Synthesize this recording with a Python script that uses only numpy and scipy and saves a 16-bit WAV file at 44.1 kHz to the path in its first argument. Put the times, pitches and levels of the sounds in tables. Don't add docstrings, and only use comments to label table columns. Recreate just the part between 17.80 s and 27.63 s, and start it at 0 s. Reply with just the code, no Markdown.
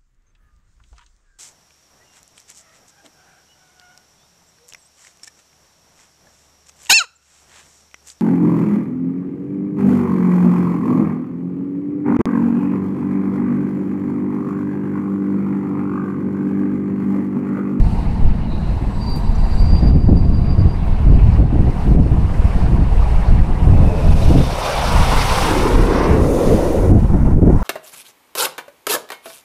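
import sys
import numpy as np
from scipy import signal
from scipy.fft import rfft, irfft, next_fast_len
from scipy.io import wavfile
from scipy.ndimage import uniform_filter1d, minimum_filter1d, map_coordinates

SR = 44100
rng = np.random.default_rng(int(sys.argv[2]) if len(sys.argv) > 2 else 0)


def digitize_waveform(pressure):
    field = np.atleast_2d(pressure).T
    bounded = np.clip(field, -1, 1)
    quanta = np.round(bounded * 32767).astype(np.int16)
    wavfile.write(sys.argv[1], SR, quanta)


N = 433503
TIME = np.arange(N) / SR


def from_db(db):
    return 10 ** (np.asarray(db) / 20)


def rms_one(x):
    return x / np.sqrt(np.mean(x ** 2) + 1e-20)


def in_time(rows):
    seconds, *columns = np.transpose(rows)
    return [np.interp(TIME, seconds, column) for column in columns]


def fade_in(at, length):
    return .5 + .5 * np.tanh((TIME - at) / length)


def burst(start, length, attack, release):
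    rise = np.clip((TIME - start) / attack + .5, 0, 1)
    fall = np.exp(-np.clip(TIME - start - length, 0, 1) / release)
    return rise * fall


def drift(rate):
    size, step = 8192, 64
    hz = np.arange(size // 2 + 1) * SR / (size * step)
    spectrum = rfft(rng.standard_normal(size)) / (1 + (hz / rate) ** 2)
    slow = rms_one(irfft(spectrum))
    return np.interp(TIME, np.arange(size) * step / SR, slow)


def noise(spectrum):
    size = next_fast_len(N)
    log_hz = np.log(np.maximum(np.arange(size // 2 + 1) * SR / size, 1))
    hz, db = np.array(spectrum).T
    points = np.log(hz)
    beyond = np.abs(log_hz - np.clip(log_hz, points[0], points[-1]))
    gain = from_db(np.interp(log_hz, points, db) - 90 * beyond)
    return rms_one(irfft(rfft(rng.standard_normal(size)) * gain, size)[:N])


def resonance(hz, width_hz):
    phase = 2 * np.pi * np.cumsum(hz * np.ones(N)) / SR
    low = signal.butter(2, width_hz / 2, fs=SR, output="sos")
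    a, b = signal.sosfilt(low, rng.standard_normal((2, N)))
    return rms_one(a * np.cos(phase) + b * np.sin(phase))


def steadied(x, span):
    size = max(int(span * SR), 2)
    power = uniform_filter1d(uniform_filter1d(x * x, size), size)
    return x / np.sqrt(power + 1e-9)


def blend(a, b, share):
    share = np.clip(share, 0, 1)
    return np.sqrt(1 - share) * a + np.sqrt(share) * b


def reflected(x, strength, count=5):
    echoes = np.zeros(N)
    for lag in rng.uniform(0.001924, .012, count):
        moving_lag = lag * (1 + 0.033 * drift(0.5))
        echoes += drift(1.0) * np.interp(TIME - moving_lag, TIME, x)
    return x + strength * echoes


def patchy(x, depth_db, rate, count=12):
    size = next_fast_len(N)
    spectrum = rfft(x, size)
    log_hz = np.log(np.maximum(np.arange(len(spectrum)) * SR / size, 1))
    centres = np.log(np.geomspace(400, 4500, count))
    total = np.zeros(N)
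    for band in np.eye(count):
        band_gain = np.interp(log_hz, centres, band)
        band_sound = irfft(spectrum * band_gain, size)[:N]
        total += band_sound * from_db(depth_db * drift(rate))
    return rms_one(total)


def traffic(hum_db=3.5, hiss_db=3.0, late_db=-3.0):
    # start_s, hum_level_db, treble_hiss_level_db
    levels = [(0, -38, -58), (.2, -36.5, -61), (.65, -41, -66.5), (.8, -39.5, -63), (1.35, -38, -62.5),
              (2.1, -37, -61.5), (2.13, -43, -66.5), (2.9, -38, -64.5), (3.57, -36.5, -61.5),
              (3.62, -40, -67.5), (4.04, -35.5, -57), (4.2, -40, -62), (4.7, -34, -56),
              (5.05, -35.5, -60.5), (5.28, -32.5, -55.5), (5.65, -35, -59), (6.1, -33.5, -55.5)]
    # pitch_hz, relative_level_db (per Hz)
    hum_colour = [(200, -19), (330, 1), (450, 3.5), (560, -1.5), (700, 4), (980, 0.5), (1130, -3.5),
                  (1400, -9), (2000, -11.5), (2850, -14.5), (3250, -22), (4400, -22.5), (5500, -30.5),
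                  (7000, -42)]
    hiss_colour = [(2940, -24), (5000, -3), (7030, -6.5), (8540, -3.5), (12600, -14), (15500, -26)]
    # start_s, pitch_hz, share_of_hum (0-1)
    drone = [(0, 852, 0.38), (.9, 906, 0), (1.3, 944, 0.48), (2.0, 880, 0), (2.7, 1090, 0.2),
             (3.3, 903, 0.04), (4.6, 848, 0), (5.7, 975, 0.09)]

    hum_level, hiss_level = in_time(levels)
    drone_hz, drone_share = in_time(drone)
    tyres = blend(noise(hum_colour), resonance(drone_hz, width_hz=190), drone_share)
    far = patchy(reflected(tyres, strength=0.089), depth_db=2.0, rate=22.0)
    bed = from_db(hum_level + hum_db + .5 * drift(25)) * steadied(far, span=0.15)
    bed += from_db(hiss_level + hiss_db + 0.76 * drift(14)) * noise(hiss_colour)
    return bed * from_db(late_db * fade_in(6.05, 0.11) - 20.0 * fade_in(9.3, 0.3))


def murmur():
    # start_s, level_db
    levels = [(0, -28), (.65, -26.5), (.85, -33), (1.3, -27), (1.9, -29.5), (2.6, -43), (9.83, -60)]
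    # pitch_hz, width_hz, relative_level_db
    modes = [(151.4, 19.4, -5.5), (203.2, 48, -2.5)]

    level_db, = in_time(levels)
    tone = np.zeros(N)
    for hz, width, db in modes:
        tone += from_db(db) * steadied(resonance(hz, width), span=0.16)
    return from_db(level_db) * tone


def ticks(snap_db=6.0, tail_db=-29.0, t60=0.25, low_cut_hz=6000):
    # start_s, level_db
    tick_list = [(1.3017, -30), (1.3535, -37), (1.3593, -30), (1.3622, -28), (1.3708, -35), (3.052, -36),
                 (3.066, -37), (3.878, -40), (4.085, -34), (4.565, -42), (4.9506, -35), (8.9289, -21)]
    # pitch_hz, relative_level_db (per Hz)
    tail_colour = [(2500, -11), (5500, -8), (9000, 2), (13000, -5), (16000, -12)]

    snaps, tails = np.zeros(N), np.zeros(N)
    for start, db in tick_list:
        snaps[round(start * SR)] = from_db(db + snap_db)
        decay_db = 60 * np.clip(TIME - start, 0, 1) / t60
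        tails += from_db(db + tail_db - decay_db) * (TIME >= start)
    thin = signal.butter(2, low_cut_hz, "high", fs=SR, output="sos")
    return signal.sosfilt(thin, snaps + 1e-18) + tails * noise(tail_colour)


def squeaks():
    # middle_s, pitch_hz, width_hz, length_s, level_db
    squeak_list = [(.648, 2930, 140, .015, -49.5), (.73, 3930, 350, .042, -47.5),
                   (.85, 4040, 400, .15, -53), (1.15, 7950, 90, .07, -63), (1.29, 4030, 80, .03, -52),
                   (1.32, 9420, 130, .04, -61), (1.43, 3955, 70, .045, -53), (1.557, 5900, 250, .007, -50),
                   (1.557, 7230, 300, .007, -56), (1.68, 7250, 250, .007, -57),
                   (6.428, 3980, 110, .014, -40), (6.63, 3630, 100, .05, -41), (6.845, 3585, 70, .025, -37)]

    total = np.zeros(N)
    for middle, hz, width, length, db in squeak_list:
        swell = np.exp(-((TIME - middle) / length) ** 2)
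        total += from_db(db) * swell * steadied(resonance(hz, width), span=0.021)
    return total


def brake():
    # start_s, pitch_hz
    squeal_pitch = [(1.2, 4692), (1.26, 4670), (1.31, 4688), (1.38, 4694), (1.48, 4722), (1.8, 4708),
                    (1.9, 4724), (2.05, 4742), (2.5, 4740), (3.0, 4758)]
    # start_s, length_s, level_db
    squeals = [(1.207, .035, -40.5), (1.265, .09, -37.3), (1.36, .018, -46), (1.465, .02, -53),
               (1.575, .022, -50), (1.635, .025, -49), (1.705, .03, -50), (1.778, .045, -41.5),
               (1.845, .07, -42.5), (1.92, .07, -39), (2.015, .03, -44), (2.06, .03, -40.5),
               (2.135, .025, -50), (2.205, .02, -50), (2.26, .04, -55), (2.37, .03, -47),
               (2.445, .015, -52), (2.535, .04, -48), (2.635, .04, -53), (2.69, .04, -45.5),
               (2.785, .03, -50), (2.87, .08, -55), (3.285, .015, -57), (3.335, .015, -56.5)]
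    # start_s, level_db, upper_modes_db (added above 5000 Hz)
    rub_levels = [(0, -53, -26), (.65, -62, -19), (.95, -65, 6), (1.25, -49.5, -5), (1.55, -52.5, -1),
                  (1.8, -47.5, 0), (2.05, -58, -5), (2.15, -61, -11), (2.8, -60, -14), (3.6, -63, -22),
                  (4.0, -88, -28)]
    # pitch_hz, width_hz, relative_level_db
    disc_modes = [(3970, 420, -3), (4560, 590, -0.5), (5860, 180, -14), (7200, 400, -14),
                  (7820, 130, -12.5), (9450, 300, -19), (10000, 8300, -12)]

    hz, = in_time(squeal_pitch)
    rub_db, upper_db = in_time(rub_levels)
    attack_s, release_s, linger_db = .016, .015, -61.0
    catches = np.zeros(N)
    for start, length, db in squeals:
        catches += (from_db(db) * burst(start, length, attack_s, release_s)) ** 2
    lingering = from_db(linger_db) * (1 - fade_in(2.92, .06))
    level = np.sqrt(catches + lingering ** 2)

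    waver_hz, firm_db, light_db = 7, 1.0, 3.2
    waver_db = np.interp(level, from_db([-50, -38]), [light_db, firm_db])
    phase = 2 * np.pi * np.cumsum(hz + waver_hz * drift(73)) / SR
    squeal = level * from_db(waver_db * drift(75)) * np.sqrt(2) * np.sin(phase)

    flicker_db, narrow_hz = 4.5, 400
    rub = np.zeros(N)
    for mode_hz, width, db in disc_modes:
        depth_db = flicker_db / (1 + width / narrow_hz)
        mode_db = db + upper_db * (mode_hz > 5000) + depth_db * np.clip(drift(18), -2, 1.5)
        rub += from_db(mode_db) * resonance(mode_hz, width)
    locked = fade_in(1.19, .01) * (1 - fade_in(3.55, .08))
    return squeal * locked + from_db(rub_db) * rms_one(rub)


def vehicle(tyre_db=0.0, tread_db=-1.05, air_db=1.0, far_cut_hz=1400):
    # start_s, tyre_rush_level_db,
    # tread_sizzle_level_db, air_hiss_level_db
    levels = [(5.9, -28.5, -48, -59), (6.15, -27, -43.5, -55.5), (6.35, -29, -38.5, -46.5),
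              (6.64, -28, -36.5, -44), (6.87, -22, -30, -39.5), (7.62, -19.5, -26, -33.5),
              (8.05, -25.5, -38, -44), (8.22, -20.5, -36, -47.5), (8.32, -24.5, -40.5, -45.5),
              (8.39, -29, -44, -50), (8.52, -31, -45.5, -55), (8.68, -30, -38.5, -55),
              (8.9, -34.5, -43.5, -56), (9.13, -32, -58, -56), (9.2, -37.5, -56, -55.5),
              (9.52, -33.5, -61, -58), (9.57, -44.5, -73, -64), (9.66, -35.5, -65, -58),
              (9.83, -29.5, -55, -54)]
    # pitch_hz, relative_level_db (per Hz)
    tyre_colour = [(330, -25), (450, 1.5), (600, -1), (800, 1), (1000, 1), (1300, -2.5), (1650, -8.5),
                   (2100, -11), (2800, -19.5)]
    tread_colour = [(1300, -18), (1900, -4.5), (2500, 1), (2850, 0.5), (3200, -2), (3550, -3.5),
                    (4200, -2.5), (5000, -2.5), (5900, -5), (6700, -24), (8000, -35)]
    air_colour = [(3000, 1), (4000, -6), (5000, -1), (6200, 3.5), (7100, 0), (8500, 2), (10200, 0.5),
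                  (12700, -5.5), (15500, -13)]
    # start_s, echo_lag_ms,
    # echo_strength (0-1), howl_pitch_hz, howl_share (0-1)
    road = [(5.9, 1.1, 0.15, 500, 1), (6.3, 1.25, 0.07, 535.7, 0.85), (6.75, 1.53, 0.04, 635, 0.56),
            (7.3, 2.2, 0.02, 820.6, 0.13), (7.6, 2.6, 0.08, 898, 0), (7.85, 2.18, .28, 1015, .09),
            (8.25, 1.88, 0.2, 1011, 0.15), (8.55, 1.5, 0.1, 905, 0.54), (8.85, 2.1, .32, 780, 0.2),
            (9.83, 2.16, 0.23, 799, 0.26)]
    # start_s, pitch_hz, share_of_sizzle (0-1)
    tread_song = [(6.1, 2560, 0.77), (6.5, 2485, 0), (6.9, 2330, 0.1), (7.4, 2150, .08), (8.2, 2063, 0.13),
                  (8.8, 1921, 0.2)]
    # start_s, level_db
    late_hiss = [(8.3, -62), (8.42, -45), (8.52, -40.5), (8.7, -40.5), (8.9, -44), (9.13, -50), (9.25, -66),
                 (9.83, -75)]
    # pitch_hz, relative_level_db (per Hz)
    late_hiss_colour = [(3200, -10), (3600, 0), (4100, -12), (5000, -5), (6300, 4), (6950, 2.5), (7900, -3),
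                        (9000, 2.5), (10000, 2.5), (11000, -2), (12700, -4), (15500, -11)]

    tyre_level, tread_level, air_level = in_time(levels)
    lag_ms, echo, howl_hz, howl_share = in_time(road)
    late_db, = in_time(late_hiss)
    song_hz, song_share = in_time(tread_song)

    far_filter = signal.butter(2, far_cut_hz, fs=SR, output="sos")
    far = signal.sosfilt(far_filter, noise(tyre_colour))
    rolling = blend(noise(tyre_colour), far, fade_in(8.88, 0.83))
    rolling = blend(rolling, resonance(howl_hz, width_hz=304), howl_share)

    sizzle = patchy(noise(tread_colour), depth_db=1.5, rate=17)
    sizzle = blend(sizzle, resonance(song_hz, width_hz=200), song_share)
    ring_hz, ring_width_hz, ring_db = 3606, 310, -11
    sizzle = sizzle + from_db(ring_db) * resonance(ring_hz, ring_width_hz)

    rolling = steadied(patchy(rolling, depth_db=1.5, rate=9.4), span=.12)
    rush = from_db(tyre_level + tyre_db + 1.2 * drift(35)) * rolling
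    rush += from_db(tread_level + tread_db + 1.0 * drift(45)) * sizzle
    rush += from_db(air_level + air_db + 0.85 * drift(30)) * noise(air_colour)
    rush += from_db(late_db) * fade_in(8.3, .05) * noise(late_hiss_colour)
    rush = reflected(rush * fade_in(5.92, .08), strength=.1)
    road_echo = map_coordinates(rush, [(TIME - lag_ms / 1000) * SR], order=3)
    return rush + echo * road_echo


def wake(throb_db=1.0, edge_db=-9.0):
    # start_s, lower_pitch_hz, upper_pitch_hz, upper_share (0-1)
    hollow_tones = [(7.6, 309.2, 436.3, 0.03), (8.0, 315, 441.2, 0.52), (8.35, 310.8, 453, 0.41),
                    (8.7, 334, 503, 0.63), (8.95, 334.4, 496, 0.51), (9.2, 277.7, 471.5, 0.5)]
    # pitch_hz, relative_level_db (per Hz)
    edge_colour = [(180, 1.5), (350, 3), (560, -10), (720, -3), (850, -16)]

    start_s, peak_s, end_s = 7.66, 8.72, 9.13
    peak_db, rise_db_per_s, fall_db_per_s = -15.5, 3.5, 9
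    past_peak = TIME - peak_s
    roar_db = peak_db + np.minimum(rise_db_per_s * past_peak, -fall_db_per_s * past_peak)
    lower_hz, upper_hz, share = in_time(hollow_tones)
    roar = blend(resonance(lower_hz, width_hz=160), resonance(upper_hz, width_hz=152), share)
    roar = roar + from_db(edge_db) * noise(edge_colour)
    sounding = fade_in(start_s, 0.076) * (1 - fade_in(end_s, 0.047))
    return from_db(roar_db + throb_db * drift(16.1)) * steadied(roar, span=0.14) * sounding


def wind(surge_gain_db=0.5, rumble_gain_db=1.3, flutter_gain_db=1.5, slap_gain_db=0.0,
         breeze_gain_db=-4.0, lumpy_db=2.0, slap_lumpy_db=3.5, swell_db=1.93):
    # pitch_hz, relative_level_db (per Hz)
    surge_colour = [(8, -2), (16, 3), (28, 1.5), (42, -2), (52, -1.5), (70, -34)]
    rumble_colour = [(34, -41), (50, 1), (65, 0), (85, 0.5), (108, -6.5), (135, -20), (200, -52)]
    flutter_colour = [(75, -29), (105, 1.5), (125, 2), (160, 1), (200, -2.5), (250, -18), (330, -21.5),
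                      (600, -45)]
    slap_colour = [(150, -33), (215, 6.5), (280, 3.5), (380, -4), (520, -12), (750, -15.5), (1100, -42),
                   (1500, -36), (2200, -58), (5000, -70)]
    # start_s, rumble_level_db
    breeze = [(0.0, -18), (.75, -21), (1.2, -21.5), (1.7, -23.5), (2.3, -13), (3.0, -21), (4.5, -19),
              (5.3, -25), (6.6, -14.5), (6.8, -28.5), (6.95, -26), (7.1, -18.5), (7.6, -20.5), (8.9, -23),
              (9.3, -24), (9.83, -20.5)]
    # start_s, length_s,
    # rumble_level_db, surge_db (slow pressure) and slap_db (hard), both relative to the rumble
    gusts = [(0, 0.013, -17, 13, -15), (0.425, 0.074, -24.5, 15, -16), (0.643, 0.093, -33, -3, 4),
             (0.884, 0.072, -21.5, -12, -17), (.99, .08, -35, -6, 5), (1.25, .05, -36, -6, 2.5),
             (1.35, 0.032, -31, -6, 3), (1.416, 0.35, -25, 13, -31), (1.787, 0.3, -17, 3, -28),
             (1.895, 0.045, -19.5, -8, -10), (2.019, 0.042, -16, -5, -2.5),
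             (2.086, 0.083, -11.5, -11, -10.5), (2.279, 0.054, -11, -14, -7.5),
             (2.386, 0.44, -19.5, -9, -15), (2.773, 0.094, -12, -2.5, -16.5), (3.007, 0.48, -18, 3, -27),
             (3.256, 0.11, -11, -1.5, -12.5), (3.41, 0.14, -12.5, -9, -24), (3.582, 0.028, -8, -16, -9.5),
             (3.728, 0.043, -16.5, -6, -2), (3.79, 0.1, -16, 1, -8.5), (4.064, 0.073, -12.5, -3, -8),
             (4.153, 0.037, -8, -0.5, -8.5), (4.233, 0.15, -15, -19, -11.5), (4.383, 0.11, -18, -1, -31),
             (4.598, 0.06, -14, 4, -32), (4.745, 0.15, -17, 1.5, -14.5), (4.874, 0.15, -13, -16, -12.5),
             (5.053, 0.37, -19.5, 7.5, -27), (5.473, 0.15, -15, 4.5, -17.5), (5.68, 0.058, -20, 9, -9),
             (5.817, 0.24, -13, 1.5, -13.5), (6.24, 0.1, -12.5, 3.5, -17), (6.439, 0.059, -15, 7, -28),
             (6.489, 0.1, -14, -10, -2), (7.145, 0.063, -14.5, 2, -20), (7.285, 0.11, -27, 12.5, -1.5),
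             (7.932, 0.11, -21.5, 10.5, -10), (8.278, 0.19, -15, -10, -11), (8.662, 0.098, -21, 2, 1),
             (8.983, 0.14, -15, 0, -32), (9.101, 0.056, -10, -1.5, -0.5), (9.17, 0.086, -15, -3, -6),
             (9.294, 0.29, -15, 1.5, -4.5), (9.621, 0.074, -12, 0.5, 1.5), (9.729, 0.05, -15.5, 3, -8.5)]

    breeze_db, = in_time(breeze)
    calm_db = np.add.outer([4.5, 0, -2.5, -10], breeze_db + breeze_gain_db)
    calm = from_db(calm_db) ** 2
    power = calm.copy()
    attack_s, release_s = .035, .028
    flutter_per_slap = 0.38
    for start, length, db, surge_db, slap_db in gusts:
        strengths = from_db(db + np.array([surge_db, 0, flutter_per_slap * slap_db, slap_db]))
        power += np.outer(strengths, burst(start, length, attack_s, release_s)) ** 2

    gusty = np.sqrt(np.clip(1 - calm / power, .1, 1))
    surge, rumble, flutter, slaps = np.sqrt(power) * from_db(swell_db * gusty * drift(25))
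    eddies = drift(25) * gusty[-1]
    lumps = from_db(lumpy_db * eddies)
    slap_lumps = from_db(slap_lumpy_db * eddies)

    roll_hz, roll_wander_octaves, roll_width_hz, roll_share = 66, .3, 22, .45
    rolls = resonance(roll_hz * 2 ** (roll_wander_octaves * drift(4)), roll_width_hz)
    rolling = blend(noise(rumble_colour), rolls, roll_share * gusty[1])

    out = surge * from_db(surge_gain_db) * steadied(noise(surge_colour), span=0.15)
    out += rumble * from_db(rumble_gain_db) * steadied(rolling * lumps, span=0.056)
    out += flutter * from_db(flutter_gain_db) * steadied(noise(flutter_colour) * lumps, span=0.065)
    out += slaps * from_db(slap_gain_db) * steadied(noise(slap_colour) * slap_lumps, span=0.052)
    return out


def scene():
    street = traffic() + murmur() + ticks() + squeaks() + brake() + vehicle() + wake()
    return (street + wind())[None]


def limiter(x, release_db_per_s=219.0):
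    ceiling, size = .98, 96
    over_db = 20 * np.log10(np.maximum(np.abs(x).max(axis=0) / ceiling, 1))
    recovery_db = release_db_per_s * TIME
    held_db = np.maximum.accumulate(over_db + recovery_db) - recovery_db
    gain = minimum_filter1d(from_db(-held_db), size)
    return x * uniform_filter1d(gain, size)


def record(dry):
    top_cut = signal.ellip(10, .1, 90, 15500, fs=SR, output="sos")
    return signal.sosfilt(top_cut, limiter(dry))


dry = scene()
out = record(dry)
digitize_waveform(out)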